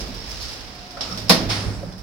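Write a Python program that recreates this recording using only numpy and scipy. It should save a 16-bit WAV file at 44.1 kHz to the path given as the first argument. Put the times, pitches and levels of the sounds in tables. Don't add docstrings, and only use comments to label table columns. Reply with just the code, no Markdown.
import sys
import numpy as np
from scipy import signal
from scipy.fft import rfft, irfft
from scipy.io import wavfile

SR = 44100
rng = np.random.default_rng(int(sys.argv[2]) if len(sys.argv) > 2 else 0)


def store_pcm(level_fs):
    pcm = np.round(np.clip(level_fs, -1, 1) * 32767).astype(np.int16)
    wavfile.write(sys.argv[1], SR, np.atleast_2d(pcm).T)


N = 89390

# frequency in Hz, left-right likeness from 0 to 1.
LIKENESS = [(50, 0.6), (150, 0.92), (350, 0.8), (700, 0.58), (1400, 0), (3000, 0.13), (6000, 0.00018),
            (12000, 0.028)]
# frequency in Hz, level in dB, 60 dB decay time in s.
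PANEL_MODES = [(174.1, -14.5, 0.41), (244.6, -25.5, 1), (327, -27, 0.88), (471.3, -17, 0.21),
               (492.5, -24.5, 0.54), (631, -19.5, 0.26), (660, -20.5, 0.35), (794, -21.5, 0.28),
               (890, -45, 0.37), (938, -31, 0.24), (1084, -28, 0.37), (1878, -19.5, 0.24),
               (4340, -20, 0.17), (5200, -13, 0.17)]
RISE_S, BASS_RISE_S = 0.00065, 0.013


def amp(db):
    return 10 ** (np.asarray(db) / 20)


def unit(x):
    return x / np.sqrt(np.mean(x ** 2) + 1e-20)


def clock():
    return np.arange(N) / SR


def bins():
    return np.fft.rfftfreq(N, 1 / SR)


def across(points):
    hz, value = np.transpose(points)
    return np.interp(np.log(bins() + 1), np.log(hz + 1), value)


def along(points, axis=1):
    table = np.transpose(points)
    return np.interp(clock(), table[0], table[axis])


def delayed(x, s):
    start = max(round(s * SR), 0)
    return np.pad(x, ((0, 0), (start, 0)))[:, :N]


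def coloured(colour_db, drive=None):
    source = rng.standard_normal((2, N)) if drive is None else drive
    a, b = rfft(source)
    same = across(LIKENESS)
    mid = a * np.sqrt(1 + same)
    side = b * np.sqrt(1 - same)
    return unit(irfft(np.array([mid + side, mid - side]) * amp(colour_db), N))


def fade(t60, rise):
    return np.minimum(clock() / rise, 1) * amp(-60 * clock() / t60)


def wander(rate_hz):
    spectrum = rfft(rng.standard_normal(N)) / (1 + (bins() / rate_hz) ** 4)
    return unit(irfft(spectrum, N))


def tone(hz, waver, flutter_db):
    turns = np.cumsum(hz * (1 + waver * wander(rate_hz=32.4))) / SR
    return unit(amp(flutter_db * wander(rate_hz=32)) * np.sin(2 * np.pi * turns))


def peak_db(hz, width):
    return -20 * np.log10(1 + (2 * (bins() - hz) / width) ** 2)


def shiver(colour, t60s, rise, bass_rise, count=10):
    spectrum = rfft(coloured(across(colour)))
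    centres = np.geomspace(100, 16000, count)
    decay = across(t60s)
    out = 0
    for hz, pick in zip(centres, np.eye(count)):
        band = irfft(spectrum * np.interp(bins(), centres, pick), N)
        band_rise = rise + bass_rise / (1 + (hz / 600) ** 2)
        out = out + band * fade(np.interp(hz, bins(), decay), band_rise)
    flutter_db = 0.1 * wander(rate_hz=130)
    return out * amp(flutter_db)


def ring(modes, rise):
    same = across(LIKENESS)
    out = 0
    for hz, db, t60 in modes:
        lag = np.arccos(np.interp(hz, bins(), same)) * rng.choice([-.5, .5])
        phase = 2 * np.pi * hz * clock() + np.array([[lag], [-lag]])
        out = out + amp(db) * fade(t60, rise) * np.sin(phase)
    return out


def air():
    # frequency in Hz, relative level in dB.
    air_colour = [(25, -3), (60, 9.5), (200, 0), (700, -2), (1500, -5.5), (3500, -18.5), (5200, -3.5),
                  (6500, -21.5), (9000, -24), (12000, -39), (15500, -28)]
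    return amp(-43.5) * coloured(across(air_colour))


def deep_rumble():
    # time in seconds, level in dB.
    rumble_level = [(0, -34), (.22, -39.5), (.38, -35.5), (.52, -41), (.64, -47.5), (.92, -51), (1.1, -42),
                    (1.24, -47), (1.35, -40), (1.47, -32), (1.6, -44), (1.78, -43), (2.03, -40.5)]
    # frequency in Hz, relative level in dB.
    rumble_colour = [(15, -42), (27, -21), (39, 1.5), (54, -0.5), (68, -0.5), (88, -18), (160, -19),
                     (600, -70)]
    return coloured(across(rumble_colour)) * amp(along(rumble_level))


def rollers():
    # time in seconds, level in dB.
    roll_level = [(0, -36), (.1, -36.5), (.22, -41.5), (.45, -50.5), (.7, -46.5), (.93, -49), (1.08, -39.5),
                  (1.27, -36.5), (1.42, -26.5), (1.56, -33), (1.68, -31), (1.76, -38.5), (1.9, -40.5),
                  (2.03, -53)]
    # frequency in Hz, relative level in dB.
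    roll_colour = [(30, -44), (80, -22), (115, -0.5), (140, -4.5), (190, -4.5), (270, -6), (400, -8.5),
                   (650, -10.5), (1000, -19.5), (2000, -24), (6000, -43)]
    # frequency in Hz, width in Hz, lift in dB.
    car_modes = [(105.2, 7.6, 9), (194.7, 10.4, 7), (259, 6, 9.5)]
    lift_db = sum(db / (1 + (2 * (bins() - hz) / width) ** 2) for hz, width, db in car_modes)
    return coloured(across(roll_colour) + lift_db) * amp(along(roll_level))


def drone():
    # time in seconds, low tone level in dB, upper pair level in dB.
    drone_level = [(.92, -90, -92), (1.02, -78, -49), (1.09, -44, -41.5), (1.18, -43, -38.5),
                   (1.26, -40, -51), (1.37, -61, -52), (1.48, -37, -45), (1.58, -25.5, -45),
                   (1.7, -44, -37), (1.79, -41, -43.5), (1.87, -56, -36.5), (2.0, -43, -43)]
    # frequency in Hz, relative level in dB.
    upper_pair = [(168, -5.5), (192, -4.5)]
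    waver, flutter_db = .04, 2.5
    low = tone(105, waver, flutter_db)
    pair = sum(amp(db) * tone(hz, waver, flutter_db) for hz, db in upper_pair)
    return low * amp(along(drone_level)) + pair * amp(along(drone_level, axis=2))


def drive_whine():
    # time in seconds, pitch in Hz, level in dB.
    whine = [(.55, 735, -54), (.7, 723.4, -55.5), (.82, 721, -48.5), (.92, 716, -47.5), (.98, 715, -48),
             (1.1, 732, -66)]
    running = (clock() > whine[0][0]) & (clock() < whine[-1][0])
    line = tone(along(whine), waver=.016, flutter_db=2.5)
    return running * amp(along(whine, axis=2)) * line


def grit(count=8, size=2000):
    slips_per_s, spread_db, t60 = 650, 1, 0.033
    out = 0
    for _ in range(count):
        struck = rng.random(N) < slips_per_s / count / SR
        slips = struck * amp(spread_db * np.minimum(rng.exponential(1, N), 4))
        short_ring = rng.standard_normal((2, size)) * fade(t60, RISE_S)[:size]
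        out = out + signal.oaconvolve(slips[None], short_ring, axes=1)[:, :N]
    return unit(out)


def shoes():
    # time in seconds, level in dB.
    slide_level = [(0, -35.5), (.08, -39.5), (.16, -39.5), (.24, -40), (.31, -36.5), (.38, -38), (.44, -37),
                   (.56, -38), (.7, -42), (.95, -44), (1.12, -37.5), (1.28, -42), (1.45, -47.5),
                   (1.8, -48.5), (2.03, -64.5)]
    # frequency in Hz, relative level in dB.
    slide_colour = [(200, -4.5), (500, -1), (1000, -3), (2200, -1), (3500, -0.5), (4500, 2), (5350, 1),
                    (6100, -7), (8000, -17), (10500, -20), (12000, -23), (15500, -21)]
    # frequency in Hz, relative level in dB.
    fizz_colour = [(3000, -34), (5000, 9.5), (6400, 0), (8000, -7), (10300, -9.5), (12000, -22),
                   (15500, -18)]
    grit_share = 0.32
    slips = grit()
    drive = np.sqrt(grit_share) * slips + np.sqrt(1 - grit_share) * rng.standard_normal((2, N))
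    hiss = coloured(across(slide_colour), drive) * amp(along(slide_level))
    fizz_db = -43.5 + 5.1 * (along(slide_level) + 37)
    return hiss + coloured(across(fizz_colour), slips) * amp(fizz_db)


def squeaks():
    # centre in seconds, half length in seconds, level in dB, pitch in Hz, width in Hz.
    squeak_list = [(0.21, 0.042, -40.5, 5430, 120), (0.44, 0.05, -35, 4800, 1700),
                   (1.125, 0.027, -37, 5400, 160), (1.115, 0.043, -37.5, 1270, 210),
                   (1.753, .03, -52, 7600, 1600)]
    out = 0
    for s, half, db, hz, width in squeak_list:
        swell = np.exp(-((clock() - s) / half) ** 2)
        out = out + amp(db) * swell * coloured(peak_db(hz, width))
    return out


def knocks():
    # start in seconds, level in dB, pitch in Hz, 60 dB decay time in s.
    knock_list = [(0.9686, -35, 1310, 0.17), (.969, -38.5, 634, 0.79), (1.829, -30, 560, 0.14),
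                  (1.895, -42, 516, 0.13)]
    width, rise_s = 0.19, 0.0027
    out = 0
    for s, db, hz, t60 in knock_list:
        body_db = -20 * np.log10(1 + (np.log((bins() + 1) / hz) / width) ** 2)
        out = out + delayed(amp(db) * coloured(body_db) * fade(t60, rise_s), s)
    return out


def clicks():
    # start in seconds, level in dB, 60 dB decay time in s, treble lift in dB.
    click_list = [(.08, -44, 0.089, 8), (.145, -37, .1, 2), (.21, -58, .06, 3), (.294, -37.5, 0.1, 6),
                  (.408, -36.5, 0.054, -3), (.422, -39, .12, 17), (.492, -37.5, 0.065, -8),
                  (.749, -48, 0.088, 9), (.907, -42, .15, 0), (0.9713, -41, 0.054, -7),
                  (1.0075, -26, 0.41, -19), (1.091, -43, 0.16, 7), (1.1743, -31, 0.28, -3.5),
                  (1.243, -47, .15, 18), (1.283, -35.5, 0.2, -5), (1.922, -43.5, 0.089, -11),
                  (1.98, -46, 0.33, 5)]
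    # frequency in Hz, relative level in dB.
    click_colour = [(100, -25), (500, -5.5), (1300, -5.5), (1900, -10.5), (3000, -5.5), (4300, -1.5),
                    (5350, 3.5), (6200, -10.5), (8500, -13.5), (15500, -19)]
    # frequency in Hz, level relative to the click in dB, 60 dB decay in s.
    coupler_modes = [(3434, -10, 0.18), (3700, -13.5, 0.34), (3990, -16, 1), (4950, -4, 0.16),
                     (5460, -3, 0.15), (5650, -34, 0.41)]
    treble = 1 - 1 / (1 + (bins() / 9000) ** 4)
    out = 0
    for s, db, t60, lift_db in click_list:
        snap = amp(-8) * fade(t60=.02, rise=RISE_S)
        shape = fade(t60, rise=0.0015) + snap
        burst = coloured(across(click_colour) + lift_db * treble) * shape
        out = out + delayed(amp(db) * (burst + ring(coupler_modes, RISE_S)), s)
    return out


def panels_meet():
    # frequency in Hz, relative level in dB.
    meet_colour = [(60, -10), (250, -5), (600, 0), (1100, 2), (1700, 2), (2400, 3), (3500, 4), (5300, 5),
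                   (6500, -9.5), (8500, -13.5), (10000, -13), (12500, -29), (15500, -21)]
    # frequency in Hz, 60 dB decay time in s.
    meet_t60 = [(200, 0.96), (1000, 0.9), (3000, 0.55), (5000, 0.64), (10000, 0.97), (15000, .55)]
    start_s, rise_s = 1.488, .017
    edges = amp(-20) * shiver(meet_colour, meet_t60, rise_s, BASS_RISE_S)
    panels = amp(-17) * ring(PANEL_MODES, rise_s)
    return delayed(edges + panels, start_s)


def thuds():
    # start in seconds, gain in dB, swell in seconds.
    thud_list = [(1.203, -31, 0.051), (1.438, -22.5, 0.051), (1.66, -22, 0.01), (1.77, -28.5, .008)]
    # frequency in Hz, level relative to the thud in dB, 60 dB decay time in s.
    boom_modes = [(64.6, 7, 0.14), (103, 1, 0.47), (196.5, -8, 0.15)]
    return sum(delayed(amp(db) * ring(boom_modes, swell), s) for s, db, swell in thud_list)


def clunk():
    # frequency in Hz, relative level in dB.
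    clunk_colour = [(60, -32), (125, -23), (190, 9), (330, -3), (480, 5), (750, -2), (1100, 0.5),
                    (1400, -5.5), (1900, 0), (2300, -4), (3200, -3.5), (4300, 2.5), (5300, 0.5),
                    (6300, -12), (8700, -17), (10800, -12.5), (13000, -17), (15500, -18)]
    # frequency in Hz, 60 dB decay time in s.
    clunk_t60 = [(150, 0.4), (500, 0.23), (1000, 0.29), (2000, 0.18), (5000, 0.25), (10000, 0.23),
                 (15000, .15)]
    # frequency in Hz, relative level in dB.
    tail_colour = [(100, -16), (180, -7), (280, 17), (400, -2), (650, -4), (1100, 6), (1700, 3), (3500, 5),
                   (5300, 6), (6500, -5.5), (8500, -21), (12500, -46), (15500, -37)]
    start_s = 1.2945
    crash = shiver(clunk_colour, clunk_t60, RISE_S, BASS_RISE_S)
    tail = amp(-15) * coloured(across(tail_colour)) * fade(t60=0.68, rise=0.0067)
    panels = ring(PANEL_MODES, rise=0.0047)
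    return delayed(amp(-6) * (crash + tail) + panels, start_s)


def scene():
    running = deep_rumble() + rollers() + drone() + drive_whine() + shoes() + squeaks()
    closing = knocks() + clicks() + panels_meet() + thuds() + clunk()
    return air() + running + closing


def record(dry):
    # frequency in Hz, left minus right in dB.
    port_tilt = [(35, -9), (100, -3.5), (200, -3.5), (700, -2.5), (2400, -2), (4200, -0.5), (5400, -10),
                 (6800, -1.5), (8200, -0.5), (10300, 8), (12000, 0), (14000, -5), (15500, -11)]
    ceiling, edge_hz = 1.0, 15950
    ports = irfft(rfft(dry) * amp(across(port_tilt) * np.array([[.5], [-.5]])), N)
    held = ports / (1 + (ports / ceiling) ** 6) ** (1 / 6)
    low_pass = signal.firwin(511, edge_hz, window=("kaiser", 9), fs=SR)
    return signal.oaconvolve(held, low_pass[None], "same")


dry = scene()
out = record(dry)
store_pcm(out)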